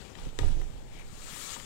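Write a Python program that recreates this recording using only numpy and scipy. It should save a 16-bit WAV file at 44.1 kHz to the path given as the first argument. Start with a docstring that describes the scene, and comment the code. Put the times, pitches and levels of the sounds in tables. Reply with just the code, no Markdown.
"""Plant pot on a greenhouse bench

A soil-filled plastic pot scuffs over grit, knocks down and drags to rest while the wooden bench thuds
and rumbles under it. A hand rubs the rim, then a sleeve swishes past as the arms draw back. All this
sits on the left; the muffled right microphone gets low buffeting and a few bumps. Quiet air fills both."""
import sys
import numpy as np
from scipy import signal
from scipy.fft import rfft, irfft
from scipy.io import wavfile
from scipy.ndimage import uniform_filter1d

SR = 44100
rng = np.random.default_rng(int(sys.argv[2]) if len(sys.argv) > 2 else 0)


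def wav_record(signal):
    """Record a signal, one row per channel, as 16-bit PCM in the file named by sys.argv[1]."""
    frames = np.transpose(np.atleast_2d(signal))
    bounded = np.clip(frames, -1, 1)
    # unit amplitude maps onto the largest positive 16-bit level
    quanta = np.round(bounded * 32767).astype(np.int16)
    wavfile.write(sys.argv[1], SR, quanta)


N = 72765
T = np.arange(N) / SR
HZ = np.fft.rfftfreq(N, 1 / SR)

# Tone of the outdoor air on each side: f/Hz, level/dB
AIR_LEFT_EQ = [(20, 2.5), (60, -6), (120, -4.5), (200, -11), (450, -14.5), (680, -20.5), (860, -16.5),
               (1100, -27), (1600, -25.5), (2150, -27.5), (3000, -30.5), (5000, -37.5), (7400, -44.5),
               (9200, -51), (15500, -46)]
AIR_RIGHT_EQ = [(20, 1.5), (100, -0.5), (160, -6), (400, -9), (1000, -17.5), (3500, -20), (6000, -28.5),
                (9000, -29), (15500, -28)]
# Fader ride on the right-hand air: t/s, level/dB
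HISS_RIDE = [(0, -7), (.16, -5.5), (.23, 2), (.62, 1.5), (.78, -1), (.85, -4), (.92, -1), (1.65, -0.5)]
# Air buffeting the right microphone: t/s, sway level/dB, flutter level/dB
BUFFET_RIDE = [(0, -58, -75), (.15, -60.5, -57.5), (.25, -29.5, -46), (.35, -41.5, -56), (.395, -29.5, -36),
               (.45, -18, -18.5), (.51, -21, -38), (.6, -24, -39), (.68, -34.5, -46), (.77, -40, -47.5),
               (.86, -46, -73), (.93, -43, -62), (1.06, -41.5, -54), (1.28, -44.5, -69), (1.38, -52, -92),
               (1.65, -56, -65)]
# Tone of its deep sway and its flutter: f/Hz, level/dB
SWAY_EQ = [(5, -6.5), (14, 11), (28, 11.5), (45, -3.5), (80, -46), (200, -78)]
FLUTTER_EQ = [(20, 0), (60, 4), (90, 7.5), (115, 2.5), (160, -17), (400, -24.5), (800, -42.5), (1400, -53),
              (5000, -85)]
# Bumps on the right microphone and thuds of the bench: t/s, relative level/dB, high cut/Hz
MIC_BUMPS = [(.258, -39.5, 420), (.328, -48, 704), (.431, -30.5, 580), (.448, -11, 116), (.578, -35, 217),
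             (.768, -58, 275)]
BENCH_THUDS = [(.266, -33.5, 340), (.497, -29.5, 223), (.565, -39.5, 350), (.699, -37, 200),
               (1.123, -38, 185), (1.324, -42, 334), (1.574, -33.5, 191)]
# Stroke of the sleeve: t/s, rub level/dB, fizz level/dB
SLEEVE_RIDE = [(1.0, -59.5, -83), (1.13, -51, -60), (1.22, -45.5, -57), (1.33, -41.5, -45),
               (1.41, -38.5, -44), (1.5, -37, -52), (1.545, -37, -73), (1.58, -45, -50), (1.65, -45.5, -60)]
# Tone of the cloth's rub and its treble fizz: f/Hz, level/dB
SLEEVE_EQ = [(500, 4.5), (850, -4), (1150, 4), (1350, 4.5), (1500, -2.5), (1800, 1.5), (2700, 0),
             (3500, 3.5), (4700, 1), (6200, 0.5), (7100, 6.5), (8100, 4), (9000, -3), (10500, -10),
             (15500, -14)]
FIZZ_EQ = [(600, -24), (1150, 7.5), (3000, 2.5), (6000, -11), (8000, 4), (9500, 1.5), (11500, -1),
           (15500, -6)]
# Swells of the hand on the rim, the base on grit and the rumbling bench: t/s, level/dB
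RIM_RIDE = [(.84, -75), (.92, -58), (.965, -53), (.995, -48), (1.025, -56.5), (1.08, -85)]
GRIT_RIDE = [(0, -44.5), (.14, -51.5), (.2, -45), (.28, -47.5), (.32, -55.5), (.385, -49), (.405, -42),
             (.5, -43), (.56, -50), (.7, -53), (.8, -55.5), (.86, -64), (.94, -51), (1, -52), (1.05, -57.5),
             (1.15, -56.5), (1.65, -50)]
RUMBLE_RIDE = [(0, -46), (.15, -53), (.2, -49.5), (.27, -37), (.32, -70), (.38, -60), (.41, -30.5),
               (.5, -42.5), (.6, -35), (.68, -49), (.85, -43), (1, -69), (1.65, -55)]
# Tone of the same three: f/Hz, level/dB
RIM_EQ = [(900, -23), (1850, -13), (2230, -0.5), (2600, -10.5), (3600, -12), (4800, -22), (7400, -19),
          (9500, -25), (15000, -36)]
GRIT_EQ = [(200, 10.5), (700, 4), (1200, 1.5), (1500, -1.5), (1800, -1.5), (2400, 0), (3600, 0), (4800, -5),
           (6200, -5.5), (7300, -3), (8200, -6), (9200, -10.5), (11000, -17.5), (15500, -23)]
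RUMBLE_EQ = [(20, 11.5), (70, 10), (130, -2.5), (250, -5.5), (420, -6), (600, -11.5), (900, -17),
             (1500, -66), (4000, -65)]
# Modes of the soil-filled pot: f/Hz, relative level/dB, T60/s
POT_MODES = [(274, -8, 0.05), (420, -6, 0.023), (770, -23, 0.017), (936, -9.5, 0.051), (1226, -13.5, 0.075),
             (1743, -15, 0.023), (2044, -7.5, 0.019), (2620, -22, 0.023), (3068, -17, 0.032),
             (3950, -13.5, 0.024), (5840, -8.5, 0.018), (7375, -8, 0.017)]
# Knocks and taps of the pot: t/s, relative level/dB, high cut/Hz, low cut/Hz, relative snap level/dB
POT_KNOCKS = [(0.1527, -21, 3320, 2970, -60), (0.1852, -29, 4960, 500, -53), (.252, -32.5, 6000, 895, -52),
              (.3888, -15, 10100, 180, -28.5), (0.3934, -22, 3220, 350, -41), (.432, -22, 1310, 500, -60),
              (0.6146, -25, 2700, 1400, -38), (1.361, -17.5, 1400, 1410, -68),
              (1.508, -24.5, 1930, 1210, -61), (1.564, -14, 1350, 1420, -52), (1.599, -24, 5500, 1110, -43)]

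GRAINY_SLIPS = dict(per_s=2500, spread_db=3, share=0.53)
FIBRE_SLIPS = dict(per_s=7000, spread_db=1.5, share=0.34)


def amp(db):
    """Decibels to gain."""
    return 10 ** (np.asarray(db) / 20)


def unit(x):
    """Scales to rms 1."""
    return x / np.sqrt(np.mean(x ** 2) + 1e-20)


def ride(points, column=1):
    """A fader move: gain over time from one dB column."""
    columns = np.transpose(points)
    return amp(np.interp(T, columns[0], columns[column]))


def colour(x, eq):
    """Shapes a sound with an EQ curve, at rms 1."""
    hz, db = np.transpose(eq)
    gain = amp(np.interp(np.log(HZ + 1), np.log(hz + 1), db)) * (HZ > 0)
    return unit(irfft(rfft(x) * gain, N))


def band(x, hz, kind, order=2):
    """Low-pass or high-pass."""
    return signal.sosfilt(signal.butter(order, hz, kind, fs=SR, output="sos"), x)


def add(mix, start_s, sound):
    """Drops a sound into the mix on its cue."""
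    part = mix[round(start_s * SR):][:len(sound)]
    part += sound[:len(part)]


def noise(eq):
    """A bed of coloured noise."""
    return colour(rng.standard_normal(N), eq)


def steady(x):
    """Evens out the chance swells of a low noise."""
    power = uniform_filter1d(abs(signal.hilbert(x)) ** 2, size=1500)
    return unit(x / np.sqrt(power + 1e-9))


def friction(per_s, spread_db, share, patch_db=1.63):
    """Tiny uneven slips carry a share of the power over a smooth rub; the tone drifts in patches."""
    slips = (rng.random(N) < per_s / SR) * rng.choice([-1, 1], N)
    sizes = amp(spread_db * np.minimum(rng.exponential(1, N), 4))
    rub = np.sqrt(share) * unit(slips * sizes) + np.sqrt(1 - share) * rng.standard_normal(N)
    spectra = signal.stft(rub, nperseg=256)[2]
    patches = uniform_filter1d(rng.standard_normal(spectra.shape), size=5, axis=0)
    patches = unit(uniform_filter1d(patches, size=12, axis=1))
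    return signal.istft(spectra * amp(patch_db * patches))[1][:N]


def air(eq, db):
    """Outdoor air lays a quiet bed of hiss."""
    return amp(db) * noise(eq)


def greenhouse(x, tail_db=-13, t60=0.28, echo_db=-14):
    """Adds eight early reflections from bench and pots, and a short soft tail."""
    t = T[:SR // 3]
    tail = rng.standard_normal(len(t)) * amp(-60 * t / t60)
    echoes = np.zeros(len(t))
    for delay_s, sign in zip(rng.uniform(0.0009, 0.0099, 8), rng.choice([-1, 1], size=8)):
        add(echoes, delay_s, np.array([sign]))
    room = amp(tail_db) * tail / np.linalg.norm(tail) + amp(echo_db) * echoes / np.linalg.norm(echoes)
    return (x + signal.fftconvolve(x, room)[:N]) / np.sqrt(1 + np.sum(room ** 2))


def buffet():
    """Moving air sways and flutters at the right microphone."""
    sway = ride(BUFFET_RIDE) * steady(noise(SWAY_EQ))
    flutter = ride(BUFFET_RIDE, column=2) * steady(noise(FLUTTER_EQ))
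    return sway + flutter


def thuds(cues, t60, rise_s=0.0034):
    """Soft pushes on bench or microphone: dull, pitchless and quick to die."""
    out, t = np.zeros(N), T[:SR // 5]
    for start_s, db, top_hz in cues:
        lows = band(rng.standard_normal(len(t)), top_hz, "low", order=4)
        body = steady(band(lows, top_hz / 2, "high"))
        envelope = 2 * amp(db - 60 * t / t60) * np.minimum(t / rise_s, 1)
        add(out, start_s, band(envelope * body, top_hz, "low"))
    return out


def sleeve(low_cut_hz=690):
    """Cloth slides over the rim: dense fibre slips that fizz most in mid-stroke."""
    rub = colour(friction(**FIBRE_SLIPS), SLEEVE_EQ)
    rub = unit(band(rub, low_cut_hz, "high"))
    fizz = colour(friction(**FIBRE_SLIPS), FIZZ_EQ)
    return ride(SLEEVE_RIDE) * rub + ride(SLEEVE_RIDE, column=2) * fizz


def rim_rub():
    """A hand slips along the hollow rim."""
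    return ride(RIM_RIDE) * colour(friction(**GRAINY_SLIPS), RIM_EQ)


def squeak(start_s=0.525, length_s=0.13, from_hz=6300, to_hz=6000, width_hz=210, db=-60):
    """Rubbed plastic sings faintly in one narrow, falling resonance."""
    progress = np.clip((T - start_s) / length_s, 0, 1)
    pitch_hz = from_hz + (to_hz - from_hz) * progress
    carrier = np.exp(2j * np.pi * np.cumsum(pitch_hz) / SR)
    fuzz = band(rng.standard_normal(N) + 1j * rng.standard_normal(N), width_hz / 2, "low")
    return amp(db) * np.sin(np.pi * progress) * unit((fuzz * carrier).real)


def scrape():
    """Grit slips under the pot's base, and the bench rumbles with it."""
    grit = colour(friction(**GRAINY_SLIPS), GRIT_EQ)
    rumble = steady(noise(RUMBLE_EQ))
    return ride(GRIT_RIDE) * grit + ride(RUMBLE_RIDE) * rumble


def knocks(rise_s=0.00018, crack_db=-2.52, crack_t60=0.02, snap_t60=0.0082, snap_low_cut_hz=3530):
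    """Each blow gives a bright snap, a gritty crack and a brief ring of the damped pot."""
    out, t = np.zeros(N), T[:SR // 5]
    attack = np.minimum(t / rise_s, 1)
    ring = sum(amp(db - 60 * t / t60) * (-1) ** k * np.sin(2 * np.pi * hz * t)
               for k, (hz, db, t60) in enumerate(POT_MODES))
    for start_s, db, high_cut_hz, low_cut_hz, snap_db in POT_KNOCKS:
        crack = amp(crack_db - 60 * t / crack_t60) * noise(GRIT_EQ)[:len(t)]
        body = band((ring + crack) * attack, high_cut_hz, "low", order=3)
        body = band(body, low_cut_hz, "high")
        burst = rng.standard_normal(len(t)) * attack * amp(snap_db - 60 * t / snap_t60)
        snap = band(burst, snap_low_cut_hz, "high")
        add(out, start_s, 0.5 * (amp(db) * body + snap))
    return out


def scene():
    """Handling on the left, buffeting and bumps on the right, quiet air in both."""
    handling = greenhouse(knocks() + scrape() + squeak() + rim_rub() + sleeve())
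    left = handling + thuds(BENCH_THUDS, t60=0.054) + air(AIR_LEFT_EQ, db=-47)
    right = buffet() + thuds(MIC_BUMPS, t60=0.038) + ride(HISS_RIDE) * air(AIR_RIGHT_EQ, db=-60.5)
    return np.array([left, right])


def record(dry):
    """A steep high cut trims the very top of the mix."""
    high_cut = signal.firwin(511, 15850, window=("kaiser", 9), fs=SR)
    return signal.oaconvolve(dry, high_cut[None], "same")


dry = scene()
out = record(dry)
wav_record(out)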